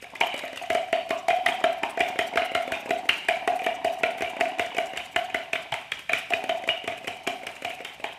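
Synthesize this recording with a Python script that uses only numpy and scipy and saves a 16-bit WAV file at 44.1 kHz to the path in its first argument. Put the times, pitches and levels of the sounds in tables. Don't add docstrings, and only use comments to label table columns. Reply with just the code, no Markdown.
import sys
import numpy as np
from scipy import signal
from scipy.fft import rfft, irfft
from scipy.io import wavfile
from scipy.ndimage import uniform_filter1d

SR = 44100
rng = np.random.default_rng(int(sys.argv[2]) if len(sys.argv) > 2 else 0)


def master_out(mix):
    frames = np.transpose(np.atleast_2d(mix))
    ceiling = np.clip(frames, -1, 1)
    pcm = np.round(ceiling * 32767).astype(np.int16)
    wavfile.write(sys.argv[1], SR, pcm)


def voltage_ratio(decibels):
    exponent = np.asarray(decibels, float) / 20
    return 10 ** exponent


N = 360738
TOUCH = np.arange(2048) / SR

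# [f/Hz, level/dB per Hz]
HUSH = [(15, -30), (30, -6), (70, 8.5), (160, 8.5), (500, -6.5), (2500, -6.5), (4300, -6.5), (12000, -18),
        (16000, -36)]
# [f/Hz, level/dB, t60/s]
KITCHEN = [(154, -59, 0.39), (261, -22.5, 0.45), (616, -17.5, 0.42), (1130, -20.5, 0.44), (2400, -32, 0.85),
           (4080, -23, 0.54), (9950, -56, 0.1)]
# [f/Hz, level/dB, t60/s]
BOOM = [(158.7, -64, 0.24), (209, -54.5, 0.96), (266.5, -46.5, 0.51), (407, -66, .4)]
# [t/s, f/Hz]
GRIP = [
    (0, 90),
    (2, 75),
    (4, 86),
    (5.35, 68),
    (5.7, 123),
    (6.15, 123),
    (6.5, 95),
    (8.2, 90),
]
# [t/s, peak level/dB, f/Hz]
SINGS = [
    (.2115, -26, 3020),
    (6.69, -21.5, 2890),
    (0.93, -48, 4500),
    (8.1, -44, 720),
    (1.108, -33, 1100),
]
# [t/s, effort level/dB, gurgle level/dB, air column f/Hz as the cup tilts (not used in the sound)]
SLOSH = [(0.0, 3, -63, 720), (.18, -1, -33.5, 686), (.34, 12.5, -43.5, 656.6), (1.32, -25, -51, 702.8),
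         (1.5, -3.5, -32.5, 697.4), (1.96, -2, -38, 685), (3.05, -19, -38, 711), (3.48, 1, -36, 677.6),
         (4.67, 2.5, -35.5, 700.3), (5.06, 1, -44, 707), (5.439, -20, -38, 665), (5.97, 5, -46, 653),
         (6.15, -20, -88, 697), (6.31, -29, -38, 689.4), (7.38, -3, -43.5, 713), (8.18, -7, -48.5, 725)]
# [f/Hz, level/dB]
WALL = [(1080, -6.5), (1290, -47), (1500, -11), (1730, -0.5), (2060, 5), (2360, 10), (2600, -4.5),
        (2900, 8.5), (3100, -1), (3400, -1), (3800, 7)]
# [f/Hz, level/dB, t60/s]
HOOT = [(620, -29, 0.63), (669, -9.5, 0.18), (665, -8, 0.18), (708, -5, 0.21), (735, -15, 0.19),
        (796, -13.5, 0.61), (793, -10, 0.21), (829, -3.5, 0.21), (897, -2.5, 0.18), (963, -15, 0.69)]
# [f/Hz, level/dB, t60/s, swing direction]
NOOK = [(602.4, -34, .6, 1), (648.1, -16.8, .225, 1), (663.2, -24.4, .46, 1), (672.8, -23.8, .7, -1),
        (682.5, -20.1, .26, 1), (708, -30.1, .7, -1), (712.4, 0, .084, -1), (715.1, -6.1, .183, 1),
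        (724.8, -21.7, .7, 1), (747.7, -9, .7, 1), (747.8, -8.9, .565, -1), (766.6, -30.1, .7, -1),
        (774.7, -35.4, .7, -1), (827.7, -40.5, .58, 1)]
# [f/Hz, level/dB, t60/s]
THUD = [(148, -47, 0.025), (283, -13, 0.11), (348, 6, 0.011)]
# [f/Hz, level/dB per Hz]
BRIGHT = [(2350, -1), (4000, -6), (4220, -4.5), (8700, -2.5), (9680, -7.5), (11800, -5.5), (13600, -14.5),
          (15300, -10.5), (16100, -45), (16500, -38)]
# [t/s, knock level/dB, knock centre f/Hz, steel tick level/dB, air pump level/dB]
STROKES = [(0.2102, -5.5, 2400, -25, -17.5), (.7023, -10.5, 1980, -25.5, -14),
           (.7492, -14, 2010, -25.5, -11.5), (0.9284, -10, 2450, -26.5, -10.5),
           (1.1065, -13, 1520, -26, -14.5), (1.284, -12.5, 2220, -23, -10.5),
           (1.3044, -10, 1870, -30.5, -19), (1.4625, -5.5, 2000, -21, -14.5), (1.6403, -7, 1700, -26, -9.5),
           (1.8332, -10, 2150, -28.5, -22.5), (2.0059, -9, 2230, -23, -15.5),
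           (2.1904, -6, 2080, -23.5, -16.5), (2.3735, -4.5, 1830, -27, -12.5),
           (2.5502, -7.5, 1500, -24, -14.5), (2.7206, -13.5, 1620, -24, -19),
           (2.9072, -12, 1960, -25.5, -15), (3.0913, -1.5, 3030, -20, -28),
           (3.2864, -6.5, 2260, -21.5, -13.5), (3.4765, -12, 2150, -25.5, -12.5),
           (3.6643, -11, 2260, -29, -15), (3.847, -18.5, 2470, -24, -12), (4.0338, -8, 2400, -27.5, -13),
           (4.2218, -13.5, 1920, -27.5, -18), (4.4094, -4.5, 2200, -25, -13),
                (4.5955, -6.5, 2600, -24, -18.5), (4.783, -12, 2360, -24.5, -15),
                (4.974, -15, 3200, -25, -29), (5.1617, -7, 1730, -24.5, -15.5),
                (5.3458, -8.5, 1810, -28, -19.5), (5.5323, -8.5, 2400, -26, -20.5),
                (5.7223, -14.5, 2860, -33, -24.5), (5.7411, -10.5, 2150, -28.5, -59),
                (5.9191, -11, 2550, -26.5, -57), (6.0945, -11, 2150, -32, -20.5),
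                (6.1328, -4.5, 2400, -20.5, -45), (6.3355, -4, 2400, -26.5, -29.5),
                (6.4936, -12.5, 2580, -29.5, -14.5), (6.6891, -6, 2900, -33, -21.5),
                (6.8768, -15, 2600, -29, -20), (7.0788, -17.5, 2720, -27, -27),
                (7.2744, -12.5, 2620, -22, -20.5), (7.4684, -20, 3020, -27, -32.5),
                (7.6485, -15.5, 2730, -26, -23.5), (7.849, -21, 3070, -27.5, -44),
                (8.0417, -15.5, 2360, -31, -28)]
# [t/s, air column f/Hz, plop level/dB, jolt level/dB, splash level/dB]
WAKES = [(0.21, 710, -23, -55, -31.5), (0.7, 691.3, -24, -40.5, -33.5), (0.75, 673, -21.5, -56, -34),
         (0.93, 676, -21, -60, -30.5), (1.11, 683, -21, -49, -33.5), (1.28, 728, -47, -68, -31),
         (1.3, 743.5, -28, -45, -33), (1.46, 735, -51, -47, -27.5), (1.64, 686, -19.5, -47, -32),
         (1.83, 670, -23.5, -47, -36), (2.01, 695, -19.5, -41, -28.5), (2.19, 696, -19.5, -46, -31.5),
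         (2.37, 697, -41, -40.5, -28.5), (2.55, 687, -24.5, -43, -29.5), (2.72, 660, -27, -41, -30.5),
         (2.91, 707, -19, -47.5, -33), (3.09, 698, -28, -43, -25.5), (3.29, 704, -26.5, -49, -27),
         (3.48, 735, -20, -47, -36.5), (3.66, 699.5, -21, -51, -33), (3.85, 696, -22, -41, -36.5),
         (4.03, 678.6, -19, -46, -32.5),
         (4.22, 708, -24, -43, -34), (4.41, 706, -21, -51, -49), (4.6, 694.4, -21.5, -40, -32),
              (4.78, 691, -22, -59, -35), (4.97, 730, -47, -46, -35.5), (5.16, 714, -26, -42, -32),
              (5.35, 686, -24.5, -48, -32), (5.53, 678, -29, -46, -33), (5.72, 693, -62, -37, -32.5),
              (5.74, 734, -38, -49, -50), (5.92, 686, -39, -46, -40.5), (6.09, 693, -38, -51, -31),
              (6.13, 696, -29.5, -42, -26.5), (6.34, 725, -25, -43, -37), (6.49, 700.6, -28, -47, -33.5),
              (6.69, 702, -29.5, -43, -32.5), (6.88, 690, -25, -41, -34), (7.08, 734, -27.5, -41, -36.5),
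              (7.27, 720, -21, -52, -34.5), (7.47, 719, -36, -48, -39), (7.65, 720, -33, -48, -37),
              (7.85, 720, -40, -58, -35.5), (8.04, 694, -29.5, -64, -33.5)]
# [t/s, knock level/dB, steel tick level/dB]
DIPS = [(0.0254, -33, -39), (0.3425, -20.5, -31), (0.4363, -24, -45), (0.5305, -26, -39), (1.093, -33, -32),
        (1.6057, -37, -38), (1.9739, -21, -36), (2.158, -24, -46), (2.3372, -24.5, -40), (2.358, -17, -31),
        (2.5176, -24, -39), (2.6779, -22.5, -39), (2.8589, -24.5, -37), (2.893, -23.5, -34),
        (3.0555, -30, -45), (3.6184, -25.5, -39), (4.2079, -20, -32), (4.3673, -24, -40), (4.748, -25, -36),
        (4.935, -26, -39), (6.1218, -30, -38), (6.4405, -20.5, -31.5), (6.6386, -25.5, -37.5),
        (6.6765, -24, -28), (6.842, -27.5, -37), (7.0445, -28.5, -38), (7.433, -29, -49),
        (7.6225, -26, -33), (7.805, -27.5, -52), (7.9992, -30.5, -48)]
# [t/s, knock level/dB, knock centre f/Hz, steel tick level/dB]
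GRAZES = [(0.154, -24, 2150, -35), (0.2332, -25, 2920, -63), (.379, -27, 2210, -31),
          (.393, -22.5, 2320, -29), (0.043, -28, 2410, -39), (0.883, -32, 2020, -63), (.48, -29, 1910, -37),
          (.56, -27, 2010, -34), (0.634, -27, 2150, -41), (3.25, -27, 2520, -41), (4.182, -25, 2500, -37),
          (4.402, -19, 2220, -36), (4.646, -25, 2250, -50), (2.211, -24, 2200, -41),
          (5.555, -16, 2020, -38), (6.323, -18, 1690, -47), (0.5741, -21, 3000, -28),
          (1.486, -12, 2200, -50), (1.995, -19, 2490, -30), (2.4187, -13, 2400, -41),
          (3.592, -24, 2330, -37), (3.6427, -22, 2720, -36), (3.879, -21.5, 2330, -50),
          (4.4548, -17, 2300, -41), (4.586, -25, 2400, -35), (4.6636, -25, 2150, -34.5),
          (4.768, -19.5, 2610, -31), (4.963, -22.5, 2510, -39), (5.1446, -29, 2400, -68),
          (5.3004, -26, 2300, -42), (5.992, -27.5, 2340, -34), (6.305, -22, 2880, -30),
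          (6.623, -31, 2413, -44), (6.9209, -21.5, 2520, -43), (6.9796, -31, 2380, -41),
          (7.073, -19, 2180, -31), (7.267, -19.5, 2270, -47), (7.565, -28.5, 2300, -55),
          (7.79, -33, 2300, -48), (7.702, -22.5, 2680, -40)]
# [t/s, peak level/dB, f/Hz]
SURGES = [(.04, -36, 794), (.21, -12, 885), (.437, -25, 664), (.615, -24, 726), (1.33, -18, 733),
          (1.387, -20.5, 784), (1.836, -15, 885), (1.974, -19, 695), (2.0, -19.5, 704), (2.087, -40, 670),
          (2.337, -23, 678), (2.575, -24, 700), (3.368, -35, 696), (3.41, -33, 735), (3.524, -28, 734),
          (3.602, -26, 706), (4.06, -25, 727), (4.469, -30, 670), (4.585, -26, 708), (4.768, -23, 707),
          (5.723, -18.5, 840), (6.307, -19.5, 704), (6.323, -18.5, 673), (6.675, -25, 660),
          (7.045, -48, 726), (8.042, -22.5, 837), (7.8, -35, 716)]
# [t/s, peak level/dB]
SPITS = [(.103, -43), (0.164, -41), (0.205, -26), (0.363, -36), (0.562, -35), (0.625, -40), (.66, -42),
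         (0.73, -30), (1.897, -40), (2.086, -34), (2.224, -36), (4.299, -34), (6.985, -45), (7.243, -49),
         (7.514, -40), (7.562, -43), (7.751, -43), (8.053, -41)]
# [t/s, peak level/dB]
SWISHES = [(0.027, -45), (0.156, -56), (0.272, -37), (0.344, -43), (0.391, -40), (0.451, -41), (0.574, -53),
           (0.629, -37), (0.887, -52), (1.069, -57), (1.189, -43), (1.365, -40), (1.494, -34), (1.55, -43),
           (1.608, -48), (1.731, -40), (1.785, -45), (1.908, -39), (2.089, -34.5), (2.16, -53),
           (2.278, -38), (2.457, -36.5), (2.521, -47), (2.629, -39), (2.68, -48), (2.809, -42),
           (2.861, -46), (2.987, -40.5), (3.058, -47), (3.181, -37), (3.563, -38.5), (3.644, -42),
           (3.751, -40), (3.933, -37), (4.113, -39.5), (4.186, -45), (4.302, -44), (4.49, -43),
           (4.665, -48), (4.867, -40), (5.059, -41), (5.127, -49), (5.627, -44.5), (5.818, -45),
           (5.996, -44), (6.189, -34), (6.306, -46), (6.443, -50), (6.578, -46), (6.98, -44), (7.043, -52),
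           (7.241, -47), (7.436, -49), (7.562, -43), (7.623, -52), (7.703, -44), (7.747, -41), (7.809, -46),
           (8.002, -49), (8.131, -43),
           (1.02, -56), (3.37, -45), (3.995, -43), (4.065, -46), (5.25, -42), (5.439, -50), (6.39, -52),
           (6.78, -48), (7.171, -41), (7.36, -51), (7.94, -46)]

WALL_TOP_HZ, WALL_T60_S = 3200, .013
TICK_LEAD_S, PUMP_LAG_S, COLUMN_START = 0.001216, -0.00047, 0.97
STROKE_PLOP_DB, STROKE_PLOP_HZ = 1, 373.3
DIP_HZ, DIP_PLOP_DB, DIP_PLOP_HZ, GRAZE_PLOP_DB = 2150, -1.5, 477, -15.5
COLUMN_DB, COLUMN_T60_S, COLUMN_WOBBLE, FLUTTER_DB = -7.5, 0.47, .03, 5.5
CLIMB, CLIMB_S = .11, .11
SHALLOW_HZ, SHALLOW_T60_S = 800, 0.42
LOOSE_DB, NOOK_TILT_DB, LEAN_LIMIT_DB = -12, 7, 8.5
SMOTHER_S, SMOTHER_T60_S = 0.15, 0.35


def unit(x):
    return x / np.abs(x).max(axis=-1, keepdims=True)


def level(x, db):
    return x * voltage_ratio(db) / np.sqrt(np.mean(x ** 2))


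def butter(x, order, hz, kind="low"):
    return signal.sosfilt(signal.butter(order, hz, kind, fs=SR, output="sos"), x)


def colour(x, spectrum):
    hz, db = np.transpose(spectrum)
    bins = np.fft.rfftfreq(x.shape[-1], 1 / SR) + 1
    return irfft(rfft(x) * voltage_ratio(np.interp(np.log(bins), np.log(hz), db)), x.shape[-1])


def decay(t, t60):
    return (t >= 0) * np.exp(-np.log(1000) * np.maximum(t, 0) / t60)


def rings(modes, t):
    hz, db, t60 = np.transpose(modes)[:, :, None]
    return voltage_ratio(db) * decay(t, t60) * np.sin(2 * np.pi * hz * t)


def wander(shape, hold, smooth):
    return uniform_filter1d(np.repeat(rng.standard_normal(shape), hold, axis=-1), smooth)


def place(at_s, db, grains):
    margin = 400
    out = np.zeros(N + grains.shape[1] + margin)
    for s, gain, grain in zip(at_s, voltage_ratio(db), grains):
        i = max(int(s * SR) + margin - 176, 0)
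        out[i:i + len(grain)] += gain * grain
    return out[margin:N + margin]


def drops(per_s, scatter_db):
    hits = rng.standard_normal(N) * (rng.random(N) < per_s / SR)
    return hits * voltage_ratio(scatter_db * np.minimum(rng.exponential(size=N), 3))


def stirred(events, t60):
    at_s, db = np.transpose(events)[:2]
    t = np.arange(SR // 2) / SR - .004
    shape = (decay(t, t60) * (1 - decay(t, 0.03))) ** 2
    jumps = place(at_s, 2 * db, np.ones((len(at_s), 1)))
    return np.sqrt(np.abs(signal.fftconvolve(jumps, shape)[176:N + 176]))


def favour(modes, hz, octaves, depth_db, scatter_db):
    near = np.log2(np.array(modes)[:, 0] / hz[:, None]) / octaves
    return voltage_ratio(-depth_db * np.minimum(near ** 2, 1.5) + scatter_db * rng.standard_normal(near.shape))


def blotchy(grains, scatter_db):
    blotch = np.repeat(rng.standard_normal((len(grains), 33)), 32, axis=1)[:, :len(TOUCH) // 2 + 1]
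    bumps = voltage_ratio(scatter_db * uniform_filter1d(blotch, size=24))
    return unit(irfft(rfft(colour(grains, BRIGHT)) * bumps))


def gestures():
    at, knock, hz, tick, pump = np.transpose(STROKES)
    _, pitch, plop, jolt, splash = np.transpose(WAKES)
    dip_at, dip, dip_tick = np.transpose(DIPS)
    graze_at, graze, graze_hz, graze_tick = np.transpose(GRAZES)
    every_s = np.r_[at, dip_at, graze_at]
    plop_db = np.r_[STROKE_PLOP_DB + plop - knock, DIP_PLOP_DB + 0 * dip, GRAZE_PLOP_DB + 0 * graze]
    plop_hz = np.r_[STROKE_PLOP_HZ + 0 * at, DIP_PLOP_HZ + 0 * dip, STROKE_PLOP_HZ + 0 * graze]
    plop_hz = plop_hz * (1 + 0.086 * rng.standard_normal(len(every_s)))
    knock_hz = np.r_[hz, DIP_HZ + 0 * dip, graze_hz]
    knocks = np.c_[every_s, np.r_[knock, dip, graze], knock_hz, plop_db, plop_hz]
    ticks = np.r_[np.c_[every_s - TICK_LEAD_S, np.r_[tick, dip_tick, graze_tick]], SPITS]
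    pumps = np.r_[np.c_[at + PUMP_LAG_S, pump, COLUMN_START * pitch], SURGES]
    slaps = np.c_[every_s, np.r_[splash + 21.5, dip, graze]]
    return knocks, ticks, pumps, slaps, np.c_[at, jolt]


def house_hush(jolts):
    hush = level(colour(rng.standard_normal(N), HUSH), -62.5)
    return hush * (1 + voltage_ratio(51.0) * stirred(jolts, 0.21))


def kitchen(x):
    t = np.arange(SR) / SR
    tail = 0
    for hz, db, t60 in KITCHEN:
        octave = butter(rng.standard_normal(SR), 2, [hz / np.sqrt(2), hz * np.sqrt(2)], "band")
        tail = tail + voltage_ratio(db) * decay(t - .006, t60) * octave
    lines = rfft(tail, 2 * SR)
    even = np.sqrt(uniform_filter1d(np.abs(lines) ** 2, size=300))
    tail = irfft(lines * np.minimum(1, even / np.abs(lines)))[:SR] + rings(BOOM, t).sum(axis=0)
    fade_in = np.minimum(t / 0.014, 1)
    return signal.fftconvolve(x, tail * voltage_ratio(-14) * fade_in)[:N]


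def thump(jolts):
    at_s, db = jolts.T
    t = np.arange(4096) / SR - .004
    scatter = 1 + 0.15 * np.tanh(rng.standard_normal((len(at_s), 1)))
    hz = np.interp(at_s, *np.transpose(GRIP))[:, None] * scatter
    puff = decay(t, 0.12) * (1 - decay(t, 0.015)) * np.sin(2 * np.pi * hz * t)
    return place(at_s, db - 7, unit(puff))


def sing():
    at_s, db, hz = np.transpose(SINGS)[:, :, None]
    t = np.arange(SR // 2) / SR - .004
    rough = butter(rng.standard_normal((len(hz), len(t))), 2, 87)
    ring = (.5 + rough / rough.std()) * np.sin(2 * np.pi * hz * t)
    return place(at_s[:, 0], db[:, 0], unit(ring * decay(t, 0.48)))


def egg_splash():
    splash = 0
    for hz, db in WALL:
        blobs = uniform_filter1d(np.abs(drops(1300, 3.4)), size=260) * rng.standard_normal(N)
        drift = wander(N // 5000 + 1, 5000, 3000)[:N]
        turns = np.cumsum(hz * (1 + .05 * drift)) / SR
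        swell = signal.lfilter([1], [1, -decay(1 / SR, WALL_T60_S)], blobs)
        splash = splash + voltage_ratio(db) * swell * np.sin(2 * np.pi * turns)
    return level(butter(splash, 6, WALL_TOP_HZ), 0)


def egg_gurgle():
    blobs = uniform_filter1d(np.abs(drops(200, 4.0)), size=300) * rng.standard_normal(N)
    answer = rings(HOOT + THUD, TOUCH).sum(axis=0) * decay(TOUCH, 0.075)
    return butter(level(signal.fftconvolve(blobs, answer)[:N], -11.0), 6, WALL_TOP_HZ)


def egg_spray():
    spray = 0
    for hz in 4000 * 2 ** np.arange(0, 2.1, .25):
        flicker = wander(N // 700 + 1, 700, 500)[:N]
        hiss = butter(drops(6000, 1.5), 1, [hz / 1.07, hz * 1.07], "band")
        spray = spray + voltage_ratio(4 * flicker) * hz ** -.3 * hiss
    return level(colour(spray, BRIGHT), -28.5)


def egg(knocks, slaps, ticks):
    s, effort_db, gurgle_db, _ = np.transpose(SLOSH)
    t = np.arange(N) / SR
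    sheet = level(butter(drops(2500, 2.2), 1, [3600, 5600], "band"), -46.0) * stirred(knocks, 0.35)
    slosh_gain = voltage_ratio(np.interp(t, s, effort_db) - 57.5) + voltage_ratio(-24.0) * stirred(slaps, 0.41)
    splash = slosh_gain * egg_splash()
    spray = egg_spray() * stirred(ticks, 0.56)
    gurgle = voltage_ratio(np.interp(t, s, gurgle_db)) * egg_gurgle()
    return sheet + splash + spray + gurgle


def loose_air(hz, t):
    pop = decay(t, 0.05) * np.sin(2 * np.pi * hz * t * (1 + 1.46 * t)) * (1 - decay(t, 0.0033))
    signs = rng.choice([-1, 1], (len(hz), len(HOOT)))
    ring = signs * favour(HOOT, hz[:, 0], 0.17, 1.3, 1.4) @ rings(HOOT, t)
    wobble = wander((2, len(hz), 28), 630, 600)
    climb = .97 + CLIMB * (1 - np.exp(-np.maximum(t, 0) / CLIMB_S)) + COLUMN_WOBBLE * wobble[0]
    flutter = voltage_ratio(FLUTTER_DB * np.minimum(wobble[1], .5))
    column = decay(t, COLUMN_T60_S) * np.sin(2 * np.pi * np.cumsum(hz * climb, axis=1) / SR) * flutter
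    rush = unit(butter(rng.standard_normal(len(t)), 2, [720, 980], "band") * decay(t, SHALLOW_T60_S))
    body = np.where(hz < SHALLOW_HZ, unit(ring) + voltage_ratio(COLUMN_DB) * unit(column), 0.95 * rush)
    return unit(pop + .5 * body * (1 - decay(t, 0.014)))


def nook_answer(hz, t):
    modes = np.array(NOOK)
    lean_db = NOOK_TILT_DB * np.log2(hz / 690) * np.log2(modes[:, 0] / 700) / .01
    lean = voltage_ratio(np.clip(lean_db, -LEAN_LIMIT_DB, LEAN_LIMIT_DB))
    smother = decay(np.maximum(t - SMOTHER_S, 0), SMOTHER_T60_S)
    return unit(lean * modes[:, 3] @ rings(modes[:, :3], t) * smother)


def hoot(pumps):
    at_s, db, hz = pumps.T
    hz = hz[:, None]
    t = np.arange(28 * 630) / SR - .004
    loose = loose_air(hz, t)
    deep = unit(nook_answer(hz, t) + voltage_ratio(LOOSE_DB) * loose)
    return place(at_s, db - 6.0, np.where(hz < SHALLOW_HZ, deep, loose))


def contact(length_s, graze_db=-18):
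    chance = rng.standard_normal((len(length_s), len(TOUCH)))
    t = TOUCH - .004
    chance = np.where(decay(t, .002) > .1, 1.5 * np.sign(chance), chance)
    graze = voltage_ratio(graze_db) * decay(t + 0.017, 0.013)
    landing = (t >= 0) * np.exp(-(np.maximum(t, 0) / length_s[:, None]) ** 2)
    return chance * (graze + landing)


def tines(steel, swishes):
    at_s, db = steel.T
    push = contact(np.full(len(at_s), .005), graze_db=-60)
    ticks = butter(place(at_s, db - 0.5, blotchy(push, 2.5)), 1, 8650)
    at_s, db = swishes.T
    swell = np.exp(-((TOUCH - .023) / .011) ** 2) * rng.standard_normal((len(at_s), len(TOUCH)))
    swell = swell * voltage_ratio(4.1 * np.repeat(rng.standard_normal((len(at_s), 32)), 64, axis=1))
    return ticks + place(at_s - .019, db + 1.5, blotchy(swell, 4))


def wall(count, t):
    hz, db = np.transpose(WALL)[:, :, None]
    bend = 1 + .035 * rng.standard_normal((count, len(WALL), 1))
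    return voltage_ratio(db) * decay(t, WALL_T60_S) * np.sin(2 * np.pi * hz * bend * t)


def fork(knocks):
    at_s, db, hz, plop_db, plop_hz = knocks.T
    push = contact(0.0079 * voltage_ratio(0.019 * db + 0.27 * rng.standard_normal(len(at_s))))
    soft = butter(push * np.abs(push), 6, WALL_TOP_HZ)
    soft = butter(soft, 3, 1150, "high")
    shares = favour(WALL, hz, .3, 11, 2)[:, :, None]
    body = np.sum(shares * wall(len(at_s), TOUCH[:512]), axis=1)
    knock = signal.fftconvolve(soft, body, axes=1)[:, :len(TOUCH)]
    t = TOUCH - .004
    plop = decay(t, 0.037) * np.sin(2 * np.pi * plop_hz[:, None] * t * (1 + 10.2 * t))
    plop = plop + .5 * voltage_ratio(3.5 * rng.standard_normal((len(at_s), len(THUD)))) @ rings(THUD, t)
    return place(at_s, db - 5.5, unit(knock)) + place(at_s, db + plop_db - .5, unit(plop))


def scene():
    knocks, ticks, pumps, slaps, jolts = gestures()
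    cup = fork(knocks) + tines(ticks, np.array(SWISHES)) + egg(knocks, slaps, ticks) + sing()
    air = hoot(pumps)
    room = kitchen(cup + 0.18 * air)
    beating = butter(cup + air + room, 2, 259, "high")
    return (beating + thump(jolts) + house_hush(jolts))[None]


def band_limit(x):
    return signal.sosfilt(signal.butter(12, 16650, fs=SR, output="sos"), x)


def record(dry):
    rounded = np.tanh(1.393 * dry) / 0.99
    rolloff = signal.ellip(5, .5, 24, 15900, fs=SR, output="sos")
    mix = signal.sosfilt(rolloff, rounded)
    return band_limit(mix)


dry = scene()
out = record(dry)
master_out(out)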